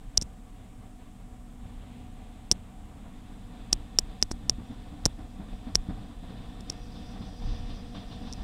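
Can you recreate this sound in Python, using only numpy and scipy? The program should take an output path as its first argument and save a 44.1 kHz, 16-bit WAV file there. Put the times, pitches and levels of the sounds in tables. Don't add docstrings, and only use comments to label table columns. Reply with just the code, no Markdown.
import sys
import numpy as np
from scipy import signal
from scipy.fft import rfft, irfft
from scipy.io import wavfile
from scipy.ndimage import uniform_filter1d

SR = 44100
rng = np.random.default_rng(int(sys.argv[2]) if len(sys.argv) > 2 else 0)


def put_to_file(sound):
    columns = np.atleast_2d(sound).T
    safe = np.clip(columns, -1, 1)
    whole_steps = np.round(safe * 32767)
    wavfile.write(sys.argv[1], SR, whole_steps.astype(np.int16))


def invert_db(x):
    u = np.asarray(x, float) / 20
    return 10 ** u


N = 371763


def rms_one(x):
    return x / np.sqrt(np.mean(x ** 2) + 1e-20)


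def in_time(curve):
    s, db = np.transpose(curve)
    return np.interp(np.arange(N) / SR, s, db)


def drift(rate_hz):
    r = np.exp(-80 * np.pi * rate_hz / SR)
    noise = rng.standard_normal(N // 40 + 2002)
    slow = signal.lfilter([1], [1, -2 * r, r * r], noise)[2000:]
    slow = rms_one(slow - slow.mean())
    return np.interp(np.arange(N) / 40, np.arange(len(slow)), slow)


def coloured(colour, modes=()):
    hz = np.maximum(np.fft.rfftfreq(N, 1 / SR), 1)
    at_hz, db = np.transpose(colour)
    gain = invert_db(np.interp(np.log(hz), np.log(at_hz), db, left=-90, right=-90))
    peaks = sum(invert_db(2 * d) / (1 + (2 * (hz - f) / width) ** 2) for f, width, d in modes)
    spectrum = rfft(rng.standard_normal(N)) * gain * np.sqrt(1 + peaks)
    return rms_one(irfft(spectrum, N))


def add(out, s, piece):
    i = round(s * SR)
    out[i:i + len(piece)] += piece[:N - i]


def damped(hz, t60, t):
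    return np.sin(2 * np.pi * hz * t) * invert_db(-60 * t / t60)


# (time [s], level [dB])
APPROACH = [(0, -69.5), (1.1, -71.5), (1.7, -68.5), (2.4, -68), (2.8, -70), (3.4, -65.5), (4.1, -65.5),
            (5.1, -64.5), (6.1, -64.5), (6.7, -61.5), (6.9, -60.5), (7.3, -62), (7.55, -58), (7.75, -60.5),
            (7.96, -61), (8.15, -60), (8.3, -59.5), (8.43, -61)]


def with_approach(far_db, gain_per_db):
    return far_db + gain_per_db * (in_time(APPROACH) + 70)


# (frequency [Hz], level [dB per Hz])
HISS_COLOUR = [(2470, -36.5), (4200, -9), (4950, -8), (5480, -7), (5870, -8), (7970, -1), (11500, -11.5),
               (15100, -13.5), (15900, -9), (16300, -25.5)]


def hiss():
    return invert_db(-68) * coloured(HISS_COLOUR)


# (frequency [Hz], level [dB per Hz])
BOOM_COLOUR = [(8.2, -35), (14, -3.5), (38, -2), (81, -11), (113, -12.5), (130, -11.5), (170, -44.5),
               (290, -120)]
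# (time of crest [s], level [dB], half length [s])
SWELLS = [(0.08, -40, 0.035), (0.227, -38, 0.068), (0.414, -51, 0.043), (0.572, -43.5, 0.043),
          (0.79, -43, 0.046), (1.303, -46.5, 0.17), (1.632, -40, 0.039), (1.792, -41, 0.051),
          (1.99, -47, 0.034), (2.12, -38.5, 0.031), (2.546, -43, 0.068), (2.806, -46, .06),
          (3.76, -35.5, .08), (4.04, -36, 0.085), (4.245, -35.5, 0.027), (4.338, -37, .05),
          (4.51, -34.5, 0.048), (4.835, -47, .04), (5.073, -33.5, .05), (5.216, -44.5, 0.088),
          (5.53, -35, 0.026), (5.67, -42, .04), (5.783, -31, 0.061), (5.95, -37.5, 0.084), (6.19, -47, .04),
          (6.428, -42, 0.067), (7.485, -25, 0.051), (7.64, -32.5, .04), (7.73, -34, 0.036),
          (8.398, -34, 0.035)]


def boom():
    low = coloured(BOOM_COLOUR, [(34, 6.99, 6.1)])
    even = low / np.sqrt(uniform_filter1d(low ** 2, size=SR // 10) + 0.53)
    t = np.arange(N) / SR
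    power = invert_db(2 * with_approach(-47, 0.57))
    for crest, db, half in SWELLS:
        power += invert_db(2 * db) * np.exp(-2 * ((t - crest) / half) ** 2)
    return np.sqrt(power) * rms_one(even)


# (level when far [dB], gain per dB of approach [dB])
DRONE_LAWS = [(-58, .3), (-77, 1.8), (-67, .65)]
# (time [s], level [dB])
CARRY = [(0, -2), (.7, 1), (1.9, 6), (2.4, 4), (3.0, -4), (4.1, -1), (5.3, 2), (6.3, -2), (7.6, 1),
         (8.0, 5), (8.43, 5)]


def drone():
    start_hz, sag_hz, sag_power = 244.3, 4.4, 2.2
    hz = start_hz - sag_hz * (np.arange(N) / N) ** sag_power
    phase = 2 * np.pi * np.cumsum(hz * (1 + .001 * drift(4.0))) / SR
    levels_db = [with_approach(*law) + 2 + 1.5 * drift(3.0) for law in DRONE_LAWS]
    levels_db[0] += in_time(CARRY)
    return sum(invert_db(db) * np.sin(k * phase) for k, db in enumerate(levels_db, 1))


# (time [s], low thud level [dB], bright clank level [dB])
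JOINTS = [(1.643, -45.5, -64), (3.055, -42.5, -65), (4.084, -50.5, -57), (4.429, -51, -77.5),
          (4.583, -33, -70), (4.695, -38, -62.5), (4.915, -33.5, -77), (5.18, -36, -69),
          (5.395, -33, -61.5), (5.666, -32, -57), (5.884, -28.5, -55), (5.95, -42.5, -68),
          (6.226, -38.5, -73.5), (6.284, -45, -60), (6.484, -59, -79), (6.94, -49, -50.5),
          (7.205, -37, -50), (7.41, -44, -53), (7.471, -46, -52), (7.688, -46, -49), (7.94, -34.5, -43.5),
          (8.103, -46, -46.5), (8.259, -40, -49.5), (8.376, -41, -64)]


def joint_blows(thud_share, gain_db, rise_s, fall_s):
    out, t = np.zeros(N), np.arange(SR // 2) / SR
    blow = np.clip(t / rise_s, 0, 1) * invert_db(-30 * np.maximum(t - rise_s, 0) / fall_s)
    for s, thud_db, clank_db in JOINTS:
        db = gain_db + thud_share * thud_db + (1 - thud_share) * clank_db
        add(out, s, invert_db(db) * blow)
    return out


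# (frequency [Hz], level [dB per Hz])
ROLL_COLOUR = [(41, -32.5), (70, 4.5), (108, -3.5), (145, -9.5), (178, -2.5), (242, -0.5), (310, -11.5),
               (360, -30), (470, -51.5), (790, -120)]
# (frequency [Hz], width [Hz], level [dB])
PANE_LOW = [(62.8, 6, 7), (109, 11, 9.5), (183, 28, 8.5), (230.5, 10, 3.5), (293.8, 16, 11.5)]


def roll(shudder):
    level = invert_db(with_approach(-50.5, 0.65) + shudder)
    thuds = joint_blows(1, -2, rise_s=0.0053, fall_s=0.071)
    return coloured(ROLL_COLOUR, PANE_LOW) * (level + thuds)


# (frequency [Hz], level [dB per Hz])
ROAR_COLOUR = [(190, -34), (320, -7), (351, -3.5), (558, -5), (737, -4), (865, -11.5), (1040, -9.5),
               (1560, -13), (2400, -19), (3120, -46), (5280, -120)]
# (frequency [Hz], width [Hz], level [dB])
PANE_MID = [(448, 39, 1.5), (679, 14, 1.7), (754, 25, 7.4), (790, 68, 4), (955, 120, 3.3), (1153, 50, 3.2)]


def roar(shudder):
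    level = invert_db(with_approach(-59, .55) + shudder + drift(25))
    knocks = joint_blows(0.67, -4.5 - 7, rise_s=.014, fall_s=0.088)
    return coloured(ROAR_COLOUR, PANE_MID) * (level + knocks)


def nearness():
    return np.clip((in_time(APPROACH) + 69.0) / 5.2, 0, 1)


# (frequency [Hz], level [dB per Hz])
FAR_COLOUR = [(1300, -12.5), (2000, -2), (2900, -0.5), (3600, -1), (4100, -7), (5200, -19), (6200, -28.5),
              (7500, -38)]
# (frequency [Hz], level [dB per Hz])
NEAR_COLOUR = [(1300, -9), (2000, -5), (2900, 1), (3600, 1), (4300, -3.5), (4800, -9), (6000, -30.5)]
# (frequency [Hz], width [Hz], level [dB])
WHEELS = [(1810, 35, 15), (2595, 58, 6.5), (3300, 90, 3), (3556, 140, 7), (3960, 34, 7.5), (4920, 60, 9.5),
          (5260, 60, 4.5), (5760, 26, 13.5)]


def steel(shudder):
    near = nearness()
    noise = np.sqrt(1 - near) * coloured(FAR_COLOUR) + np.sqrt(near) * coloured(NEAR_COLOUR, WHEELS)
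    return noise * invert_db(in_time(APPROACH) + 2.5 + shudder + .8 * drift(2.1))


# (frequency [Hz], level [dB per Hz])
FLANGE_COLOUR = [(3800, -19.5), (4500, -2.5), (5000, -1.5), (5800, -5.5), (6200, -7), (7500, -30)]


def flanges():
    curve_s, curve_rise_s, curve_db = 6.65, 0.071, 9
    bite_db = curve_db * np.clip((np.arange(N) / SR - curve_s) / curve_rise_s, 0, 1)
    level = invert_db(with_approach(-78.5, 0.81) + bite_db - 1 + 2.2 * drift(9))
    return nearness() * coloured(FLANGE_COLOUR, WHEELS) * level


# (frequency [Hz], level [dB per Hz])
CLANK_COLOUR = [(1200, -11), (2000, -15), (2800, -2.5), (3500, -0.5), (4300, -3), (5200, -12), (6500, -25)]


def clanks():
    blows = joint_blows(0, -4, rise_s=0.016, fall_s=0.2)
    return nearness() * blows * coloured(CLANK_COLOUR, WHEELS[2:4])


def train():
    shudder = drift(5.1)
    return roll(shudder) + roar(shudder) + steel(shudder) + flanges() + clanks()


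# (frequency [Hz], level [dB per Hz])
RUSTLE_COLOUR = [(1500, -28), (3000, -20.5), (4500, -15), (5500, 0.5), (6800, -9), (8300, -7),
                 (11000, -22.5), (15500, -41)]
# (time [s], rustle before [dB], rustle after [dB], length after [s], jolt level [dB])
GRIPS = [(0.174, -60, -52, 0.014, -67), (0.2154, -31, -31.5, 0.019, -46), (2.512, -77, -27.5, 0.02, -32.5),
         (3.7278, -40.5, -30, 0.015, -29.5), (3.9868, -50.5, -26, 0.012, -27.5),
         (4.214, -70, -44, .006, -60), (4.225, -67, -34.5, 0.015, -28.5), (4.312, -41, -34.5, 0.016, -28.5),
         (4.4935, -67, -32, 0.015, -31.5), (5.056, -70, -37, 0.0045, -28), (5.06, -60.5, -32, 0.012, -25),
         (5.7515, -31, -25.5, .014, -28.5), (6.6057, -70, -43, 0.0065, -40),
         (6.697, -72, -34.5, 0.0085, -35), (8.323, -70, -41, 0.0055, -59), (8.3303, -70, -45, 0.011, -55)]


def rustles():
    lead_s, lead_fall_s, rise_share = 0.0031, 0.0024, 0.42
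    level, t = np.zeros(N), np.arange(SR // 20) / SR
    for s, before_db, after_db, length, _ in GRIPS:
        creep = s - lead_s, lead_s / 2, lead_fall_s, before_db
        drag = s, rise_share * length, (1 - rise_share) * length, after_db
        for start, rise, fall, db in (creep, drag):
            slope = np.minimum(t / rise, 1 + (rise - t) / fall)
            add(level, start, invert_db(db) * np.clip(slope, 0, 1) ** 1.8)
    catches_db = 4.0 * np.minimum(rng.exponential(1, N // 30 + 1), 3)
    grain = invert_db(catches_db).repeat(30)[:N]
    return level * rms_one(coloured(RUSTLE_COLOUR) * grain)


# (delay [s], level [dB], frequency [Hz], time to die by 60 dB [s])
JOLT_MODES = [(0.0017, 0.5, 338, 0.018), (0.0006, -2.5, 200, .012)]
# (time [s], level [dB], frequency [Hz], time to die by 60 dB [s])
BUMPS = [
    (0.183, -22.5, 60, 0.038),
    (0.2209, -22.5, 150, .0074),
    (2.522, -20, 170.4, .0068),
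    (5.0603, -19, 128.7, 0.027),
    (5.0605, -12, 503, 0.0018),
    (5.7517, -26, 397, .0035),
    (5.757, -27, 118, 0.017),
]


def jolts():
    out, t = np.zeros(N), np.arange(SR // 10) / SR
    shifts = [(s + delay, db + mode_db, hz, t60)
              for s, *_, db in GRIPS for delay, mode_db, hz, t60 in JOLT_MODES]
    for s, db, hz, t60 in shifts + BUMPS:
        swing = damped(hz, 1.3 * t60, t)
        add(out, s, -invert_db(db) * swing / swing.max())
    return out


# (time [s], peak level [dB], brightness [dB], second slip [0-1],
# push on the diaphragm [dB])
TICKS = [(.1742, -9, 3, .2, -34), (.1752, -18, 0, .3, -34), (.1766, .4, 2, 1.0, -34),
         (.2143, -23, -6, .7, -28), (.2160, -27, -6, .3, -30), (2.5147, 0, 2, .3, -24),
         (3.7272, -25, 0, .3, -30), (3.7297, -.6, 3, .25, -20), (3.9876, .3, -5, .6, -20),
         (4.2260, -2, -4, .9, -18), (4.3143, -23, 0, .5, 3), (4.4965, -2.8, -1, .6, -22),
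         (5.0550, -4.8, 4, .6, -21), (5.0602, -8.5, 8, .3, -36), (5.7515, -30, 12, .3, -15),
         (5.7548, -.5, -4, .8, -17), (6.6075, -41, 15, .3, -20), (6.6982, -30, 0, .3, -20),
         (6.7001, -18, -2, .4, -24), (6.7230, -41, 15, .3, -20), (8.3268, -27, -3, .8, -30),
         (8.3348, -30, -3, .4, -30)]
# (frequency [Hz], level [dB], time to die by 60 dB [s])
TICK_MODES = [(5460, -4, .006), (5730, -2, .0048), (4900, -17, .005), (3900, -24, .002), (6450, -6, .0018),
              (8300, -12, .003), (9300, -8.5, .0013), (11200, -20, .0015), (15400, -35, .003)]
# (frequency [Hz], level [dB], time to die by 60 dB [s])
CRACKS = [(2660, -17, 0.0024), (2010, -13.5, .0015)]


def tick_ring(bright_db, luck, t):
    pitch = 1 + .004 * min(bright_db, 6) + .004 * luck[-1]
    ring = np.zeros(len(t))
    for (hz, mode_db, t60), mode_luck in zip(TICK_MODES, luck):
        sign = -1 if hz > 8000 else 1
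        db = mode_db + (hz > 6000) * bright_db + mode_luck
        ring += sign * invert_db(db) * damped(hz * pitch, t60, t)
    return ring


def ticks():
    out, t = np.zeros(N), np.arange(SR // 50) / SR
    lead = 16
    low_cut = signal.butter(1, 250, "high", fs=SR)
    push = damped(615, 0.001, t)
    chance = rng.standard_normal((len(TICKS), len(TICK_MODES) + 3))
    for (s, db, bright_db, second, push_db), luck in zip(TICKS, chance):
        slips = np.zeros(25)
        slips[[0, 6, lead, 24]] = .14 * invert_db(3 * luck[-2]), .18 * invert_db(3 * luck[-3]), 1, second + .15
        ring = np.convolve(slips, tick_ring(bright_db, luck, t))[:len(t)]
        piece = signal.lfilter(*low_cut, -ring)
        piece = piece / np.abs(piece).max() - invert_db(push_db - 3.5) * push / push.max()
        dull_db = 0.47 * abs(push_db + 17.5)
        for hz, crack_db, t60 in CRACKS:
            piece[lead:] += invert_db(crack_db - dull_db) * damped(hz, t60, t)[:-lead]
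        add(out, s - lead / SR, invert_db(db + 2.4) * piece)
    return out


def scene():
    return (hiss() + boom() + drone() + train() + rustles() + jolts() + ticks())[None]


def top_cut(x):
    return signal.sosfilt(signal.butter(12, 16910, fs=SR, output="sos"), x)


def record(dry):
    overload_top = 1.15
    rounded = overload_top * np.tanh(.9 * dry / overload_top)
    treble_cut = signal.cheby2(8, 50, 16900, fs=SR, output="sos")
    mix = signal.sosfilt(treble_cut, rounded)
    return top_cut(mix)


dry = scene()
out = record(dry)
put_to_file(out)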